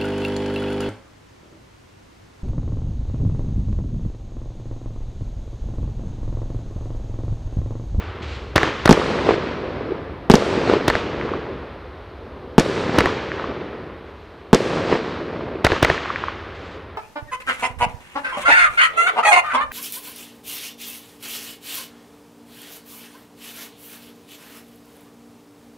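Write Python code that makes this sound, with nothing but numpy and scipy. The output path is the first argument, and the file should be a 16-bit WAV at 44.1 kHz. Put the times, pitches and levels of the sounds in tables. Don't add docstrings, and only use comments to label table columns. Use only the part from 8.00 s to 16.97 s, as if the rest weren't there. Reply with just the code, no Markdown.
import sys
import numpy as np
from scipy import signal
from scipy.fft import rfft, irfft, next_fast_len
from scipy.io import wavfile
from scipy.ndimage import uniform_filter1d, map_coordinates

SR = 44100
rng = np.random.default_rng(int(sys.argv[2]) if len(sys.argv) > 2 else 0)


def invert_db(level):
    return 10 ** (np.asarray(level, dtype=float) / 20)


def unload_audio(sound):
    columns = np.transpose(np.atleast_2d(sound))
    steps = np.round(np.clip(columns, -1, 1) * 32767)
    wavfile.write(sys.argv[1], SR, steps.astype(np.int16))


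N = 395577

# freq_hz, density_db_per_hz
RUMBLE_SPECTRUM = [(10, -60), (27, -31), (40, -10), (65, 0), (95, -3), (140, -14), (250, -30), (1000, -120)]
AIR_SPECTRUM = [(60, -40), (100, -14), (200, -12), (400, 0), (850, -8), (1030, -7), (2300, -19),
                (4100, -24), (6150, -41), (9000, -70), (15500, -110)]
COMET_SPECTRUM = [(100, -90), (300, -30), (800, -5), (2500, 0), (4200, -5), (5500, -14), (7500, -21),
                  (11000, -50), (16000, -100)]
RUMBLE_DB, RUMBLE_FALL_DB_PER_S, MURMUR_DB = -36, 2.5, -43.5

# order, level_db
ENGINE_ORDERS = [(1, -43), (2, -39), (3, -25), (4, -11), (5, -6), (6, 0), (7, -3), (8, -2), (9, -17),
                 (10, -14), (11, -15), (12, -15)]
# time_s, level_db
ENGINE_LEVEL = [(0, -42), (3, -45), (4.4, -43.5), (5.5, -46.5), (6.4, -50), (7.4, -48), (8.3, -42),
                (8.97, -44)]
IDLE_HZ, REV_HZ_PER_S2 = 11.2, .012

# start_s, burn_s, level_db, release_db_per_s
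COMETS = [
    (-.1, .2, -50, 40),
    (.218, .13, -41, 60),
    (6.05, .2, -59, 30),
    (8.2, .3, -61, 40),
    (8.545, .22, -49.5, 300),
]
CATCH_S = .008

# start_s, peak_db, pitch_hz, length_cycles
STRAY_THUMPS = [
    (.205, -27, 230, .8),
    (.222, -25, 75, 1.3),
    (.305, -25, 75, 1.2),
]
# delay_s, peak_db, pitch_hz, path_m_per_m_east, path_m_per_m_north
CLIFFS = [(.082, -9, 450, .6, -.37), (.375, -11.5, 650, .95, 0), (.397, -3.3, 420, .4, .15),
          (.398, -9, 1050, .4, .15), (.427, -11.5, 440, 0, 0), (.469, -14.5, 430, 0, 0),
          (1.015, -18, 390, 0, .95)]
# delay_s, peak_db, pitch_hz, length_cycles
HOUSE_FRONTS = [(.3308, -11, 1750, .75), (.4098, -11, 1150, .6), (.4545, -13, 1150, 1.5)]
# freq_hz, gain_db
FAR_AIR = [(20, 0), (2500, 0), (4500, -9), (7000, -35), (10000, -70), (16000, -100)]
CLIFF_CYCLES, SMEAR_CYCLES_PER_S, SOUND_M_PER_S = .55, .7, 343
SHADE_DB_PER_M = .5

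# delay_s, spread_s, level_db, treble_over_bass_db
SKY_SLOPES = [(0, .035, -16, 3), (.25, .22, -23, -1.2), (.4, .065, -20.5, 2.2), (.56, .16, -28, 2.5),
              (.84, .25, -28, -2.2), (1.12, .3, -33, -1.2), (2.12, .3, -39, -6)]
TUBE_SLOPES = [(0, .015, -19, 2.2), (.085, .07, -24, -2.5), (.42, .12, -36, 2.2)]
# start_db, loss_db_per_s, treble_over_bass_db, length_s
SKY_FADE = (-25, 12.5, 1.2, 2.7)
TUBE_FADE = (-28, 14, -.7, 2.2)
# freq_hz, density_db_per_hz
SKY_COLOUR = [(24, -49), (40, -16), (127, -2), (190, -6.5), (433, -1), (751, -12), (1070, -12), (4340, -25),
              (8550, -42.5), (14100, -69), (16000, -107)]
TUBE_COLOUR = [(24, -32), (40, -2), (163, -12), (382, -3), (585, -9), (697, -12), (1180, -7), (3300, -15),
               (6650, -32), (14100, -70), (16000, -101)]
# freq_hz, loss_db_per_s
AIR_LOSS = [(500, 0.1), (2000, 3), (5000, 12), (8500, 31), (12000, 85), (16000, 170)]

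# delay_s, peak_db, pitch_hz, length_cycles
SKY_WALLS = [(.0045, -9, 5500, 3), (.0165, 1, 5000, 1.5), (.0172, -5, 420, 1.3), (.0215, -8, 330, 1.5),
             (.0285, -11, 500, 1.5)]
# delay_s, peak_db, pitch_hz
TUBE_SLAPS = [(-.0042, -17, 900), (-.003, -13, 2400), (-.0014, -11, 3200), (.0001, -2, 4200),
              (.0183, -9, 1300), (.0186, -11, 4200), (.020, -2.2, 2000), (.0245, -10, 1500),
              (.055, -14, 1100), (.0715, -3.2, 1650), (.073, -13, 330), (.085, -13, 1050),
              (.116, -16, 1100)]
SLAP_CYCLES, SIDE_STEP, UNDER_DB, OVER_DB = 2.2, 2.3, -7, -12
RISE_S, DULL_S_PER_S = 4e-5, .7e-3

# gain, positive_phase_s, decay, ring_hz, ring_q, low_ring_hz, low_ring_q,
# bounce_delay_s, bounce_share, bounce_top_hz
SKY_BLAST = (7.0, .004, .3, 325, 1.3, 127, 1.87, .0043, .825, 306)
TUBE_BLAST = (3.4, .004, .3, 357, .63, 58, 3.0, .0039, -.555, 312)
# start_s, blast_db, echo_db
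LIFTS = [
    (-.75, 0, 5),
    (.5605, .6, 2.2),
    (.858, 0, -5.5),
    (2.8816, -1.5, -3),
    (4.987, -.4, -1.5),
    (7.6479, 1.2, -.3),
    (7.8288, 1.6, .2),
]
# start_s, blast_db, echo_db, drift_east_m, drift_north_m
BURSTS = [
    (-1.75, 0, 0, 0, 0),
    (.8927, 0, -1.7, 0, -1),
    (.9103, -1, -3.5, 1, -2.7),
    (2.2994, 0, -1, .4, 0),
    (2.3385, 0, -2, .2, -1),
    (4.5812, 0, 0, 2, 5),
    (6.5306, 0, 0, -3, 2.4),
]

# freq_hz, gain_db
INPUT_FILTER = [(20, 0), (14000, 0), (16500, -14), (20000, -30)]
# freq_hz, density_db_per_hz
SELF_NOISE = [(1000, -20), (6000, 3), (9000, 0), (14300, -1), (15300, -50)]
# pitch_hz, rms_db
WHINE = [(8549, -91), (8699, -94), (9001, -90), (9152, -94), (10950, -93), (11698, -96), (11849, -96),
         (12452, -96)]
# freq_hz, side_minus_mid_db
CHANNEL_DIFFERENCE = [(30, -34), (500, -32), (2000, -33), (8000, -30), (14000, -24)]


def unit(x):
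    return x / np.sqrt(np.mean(x ** 2) + 1e-20)


def along(points, hz):
    f, v = np.transpose(points)
    return np.interp(np.log(hz + 1), np.log(f + 1), v)


def wobble(rate_hz):
    knots = rng.standard_normal(int(N * rate_hz / SR) + 4)
    return map_coordinates(knots, [np.arange(N) * rate_hz / SR])


def coloured(x, points):
    m = next_fast_len(N + 8192)
    gain = invert_db(along(points, np.fft.rfftfreq(m, 1 / SR)))
    return irfft(rfft(x, m) * gain, m)[:N]


def add(track, start_s, sound):
    at = round(start_s * SR)
    part = sound[max(-at, 0):max(N - at, 0)]
    track[max(at, 0):][:len(part)] += part


def night_air():
    return invert_db(MURMUR_DB + 1.1 * wobble(1.5)) * unit(coloured(rng.standard_normal(N), AIR_SPECTRUM))


def low_rumble():
    t = np.arange(N) / SR
    level_db = RUMBLE_DB - RUMBLE_FALL_DB_PER_S * t + 1.5 * wobble(6)
    return invert_db(level_db) * unit(coloured(rng.standard_normal(N), RUMBLE_SPECTRUM))


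def engine():
    t = np.arange(N) / SR
    turns = IDLE_HZ * t + REV_HZ_PER_S2 * t ** 3 / 3 + .04 * wobble(1.5)
    sway = invert_db(np.interp(t, *np.transpose(ENGINE_LEVEL)) + 1.2 * wobble(3))
    orders = sum(invert_db(db) * np.sin(2 * np.pi * (k * turns + rng.random())) for k, db in ENGINE_ORDERS)
    return sway * orders


def comets():
    t, burn = np.arange(N) / SR, np.zeros(N)
    for start_s, burn_s, level_db, release in COMETS:
        catch = np.clip((t - start_s) / CATCH_S, 0, 1)
        burn += catch * invert_db(level_db - release * np.maximum(t - start_s - burn_s, 0))
    return burn * invert_db(1.5 * wobble(30)) * unit(coloured(rng.standard_normal(N), COMET_SPECTRUM))


def ragged(slap, share, smear_s):
    t = np.arange(512) / SR
    trail = rng.standard_normal(len(t)) * np.exp(-t / smear_s)
    return slap + share * np.convolve(slap, trail / np.linalg.norm(trail))[:len(slap)]


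def far_slap(peak_db, hz, cycles):
    turns = np.arange(0, 7 * cycles, hz / SR)
    swell = (turns / cycles * np.exp(1 - turns / cycles)) ** 1.7
    grit = uniform_filter1d(rng.standard_normal(len(turns)), size=7)
    return invert_db(peak_db) * ragged(swell * (np.sin(2 * np.pi * turns) + .35 * grit), .3, .004)


def far_walls():
    out = np.zeros(N)
    for start_s, *shape in STRAY_THUMPS:
        add(out, start_s, far_slap(*shape))
    for start_s, blast_db, _, east_m, north_m in BURSTS:
        for delay_s, db, hz, per_east, per_north in CLIFFS:
            late_s = (per_east * east_m + per_north * north_m) / SOUND_M_PER_S
            peak_db = db + blast_db - SHADE_DB_PER_M * north_m + .6 * rng.standard_normal()
            cycles = CLIFF_CYCLES + SMEAR_CYCLES_PER_S * delay_s
            add(out, start_s + delay_s + late_s, far_slap(peak_db, hz, cycles))
    for start_s, blast_db, echo_db in LIFTS:
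        for delay_s, db, hz, cycles in HOUSE_FRONTS:
            peak_db = db + blast_db + .6 * echo_db + .5 * rng.standard_normal()
            add(out, start_s + delay_s, far_slap(peak_db, hz, cycles))
    return coloured(out, FAR_AIR)


def roll(slopes, fade, colour, lumpy_db):
    start_db, loss_db_per_s, tilt_db, length_s = fade
    size = round(length_s * SR)
    even, lumps = rng.standard_normal((2, 3 * SR))[:, :size]
    lumps = invert_db(lumpy_db * unit(uniform_filter1d(lumps, size=130)))
    uneven_bass = uniform_filter1d(unit(even * lumps) - even, size=9)
    hz, t, z = signal.stft(even + uneven_bass, SR, nperseg=512)
    ends = np.array([[0], [1]])
    power = invert_db(2 * (start_db - loss_db_per_s * t + tilt_db * ends))
    for delay_s, spread_s, db, treble_db in slopes:
        power = power + invert_db(2 * (db + treble_db * ends - 10 * ((t - delay_s) / spread_s) ** 2))
    low_db, high_db = 10 * np.log10(power)
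    treble = np.clip(np.log(hz / 550 + 1e-9) / np.log(3.5), 0, 1)[:, None]
    air_db = along(AIR_LOSS, hz)[:, None] * (t - .15)
    gain_db = low_db + treble * (high_db - low_db) - air_db
    gain = unit(invert_db(along(colour, hz)))[:, None] * invert_db(gain_db)
    echoes = signal.istft(z * gain, SR, nperseg=512)[1][:size]
    return signal.sosfilt(signal.butter(2, 55, "high", fs=SR, output="sos"), echoes)


def tube_walls():
    steps = ((1, 0), (1 / SIDE_STEP, UNDER_DB), (SIDE_STEP, OVER_DB))
    return [(delay_s, db + step_db, hz * step, SLAP_CYCLES)
            for delay_s, db, hz in TUBE_SLAPS for step, step_db in steps]


def near_slap(delay_s, hz, cycles):
    t = np.arange(1024) / SR
    front = 1 - np.exp(-t / (RISE_S + DULL_S_PER_S * abs(delay_s)))
    return ragged(np.sin(2 * np.pi * hz * t) * np.exp(-1.5 * t * hz / cycles) * front, .35, .003)


def blast(gain, phase_s, decay, hz, q, low_hz, low_q, bounce_s, share, top_hz):
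    u = np.arange(4096) / SR / phase_s
    s = 1j * np.fft.rfftfreq(4096, 1 / SR)
    jump = (1 - u) * np.exp(-decay * u)
    cut = s ** 4 / (s * s + s * hz / q + hz * hz) / (s * s + s * low_hz / low_q + low_hz ** 2)
    ground = 1 + share * np.exp(-2 * np.pi * s * bounce_s) / (1 + s / top_hz)
    return gain * irfft(rfft(jump) * cut * ground)[:2048]


def volley(shots, shape, walls, slopes, fade, colour, scatter, lumpy_db):
    out, wave = np.zeros(N), blast(*shape)
    for start_s, blast_db, echo_db, *_ in shots:
        add(out, start_s, invert_db(blast_db) * wave)
        add(out, start_s + .002, invert_db(echo_db) * roll(slopes, fade, colour, lumpy_db))
        for delay_s, db, hz, cycles in walls:
            late, loud, tone = rng.standard_normal(3)
            slap = near_slap(delay_s, hz * (1 + .07 * tone), cycles)
            add(out, start_s + delay_s * (1 + scatter * late), invert_db(blast_db + db + .9 * loud + 2.5) * slap)
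    return out


def lift_charges():
    return volley(LIFTS, TUBE_BLAST, tube_walls(), TUBE_SLOPES, TUBE_FADE, TUBE_COLOUR, .002, lumpy_db=1.8)


def shell_bursts():
    return volley(BURSTS, SKY_BLAST, SKY_WALLS, SKY_SLOPES, SKY_FADE, SKY_COLOUR, .012, lumpy_db=2.2)


def scene():
    background = night_air() + low_rumble() + engine() + comets()
    mid = background + far_walls() + lift_charges() + shell_bursts()
    return np.array([mid, mid])


def low_pass(x):
    return signal.sosfilt(signal.butter(12, 16830, fs=SR, output="sos"), x)


def record(dry):
    t = np.arange(N) / SR
    flat = coloured(np.clip(dry[0], -1.03, 1.03), INPUT_FILTER)
    flat = flat + invert_db(-77.5) * unit(coloured(rng.standard_normal(N), SELF_NOISE))
    flat = flat + sum(invert_db(db + 3) * np.sin(2 * np.pi * hz * t) for hz, db in WHINE)
    side = coloured(flat * wobble(60), CHANNEL_DIFFERENCE) * invert_db(-2.2)
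    side = side + invert_db(-103) * rng.standard_normal(N)
    return low_pass(np.clip([flat + side, flat - side], -1, 1))


dry = scene()
out = record(dry)
unload_audio(out)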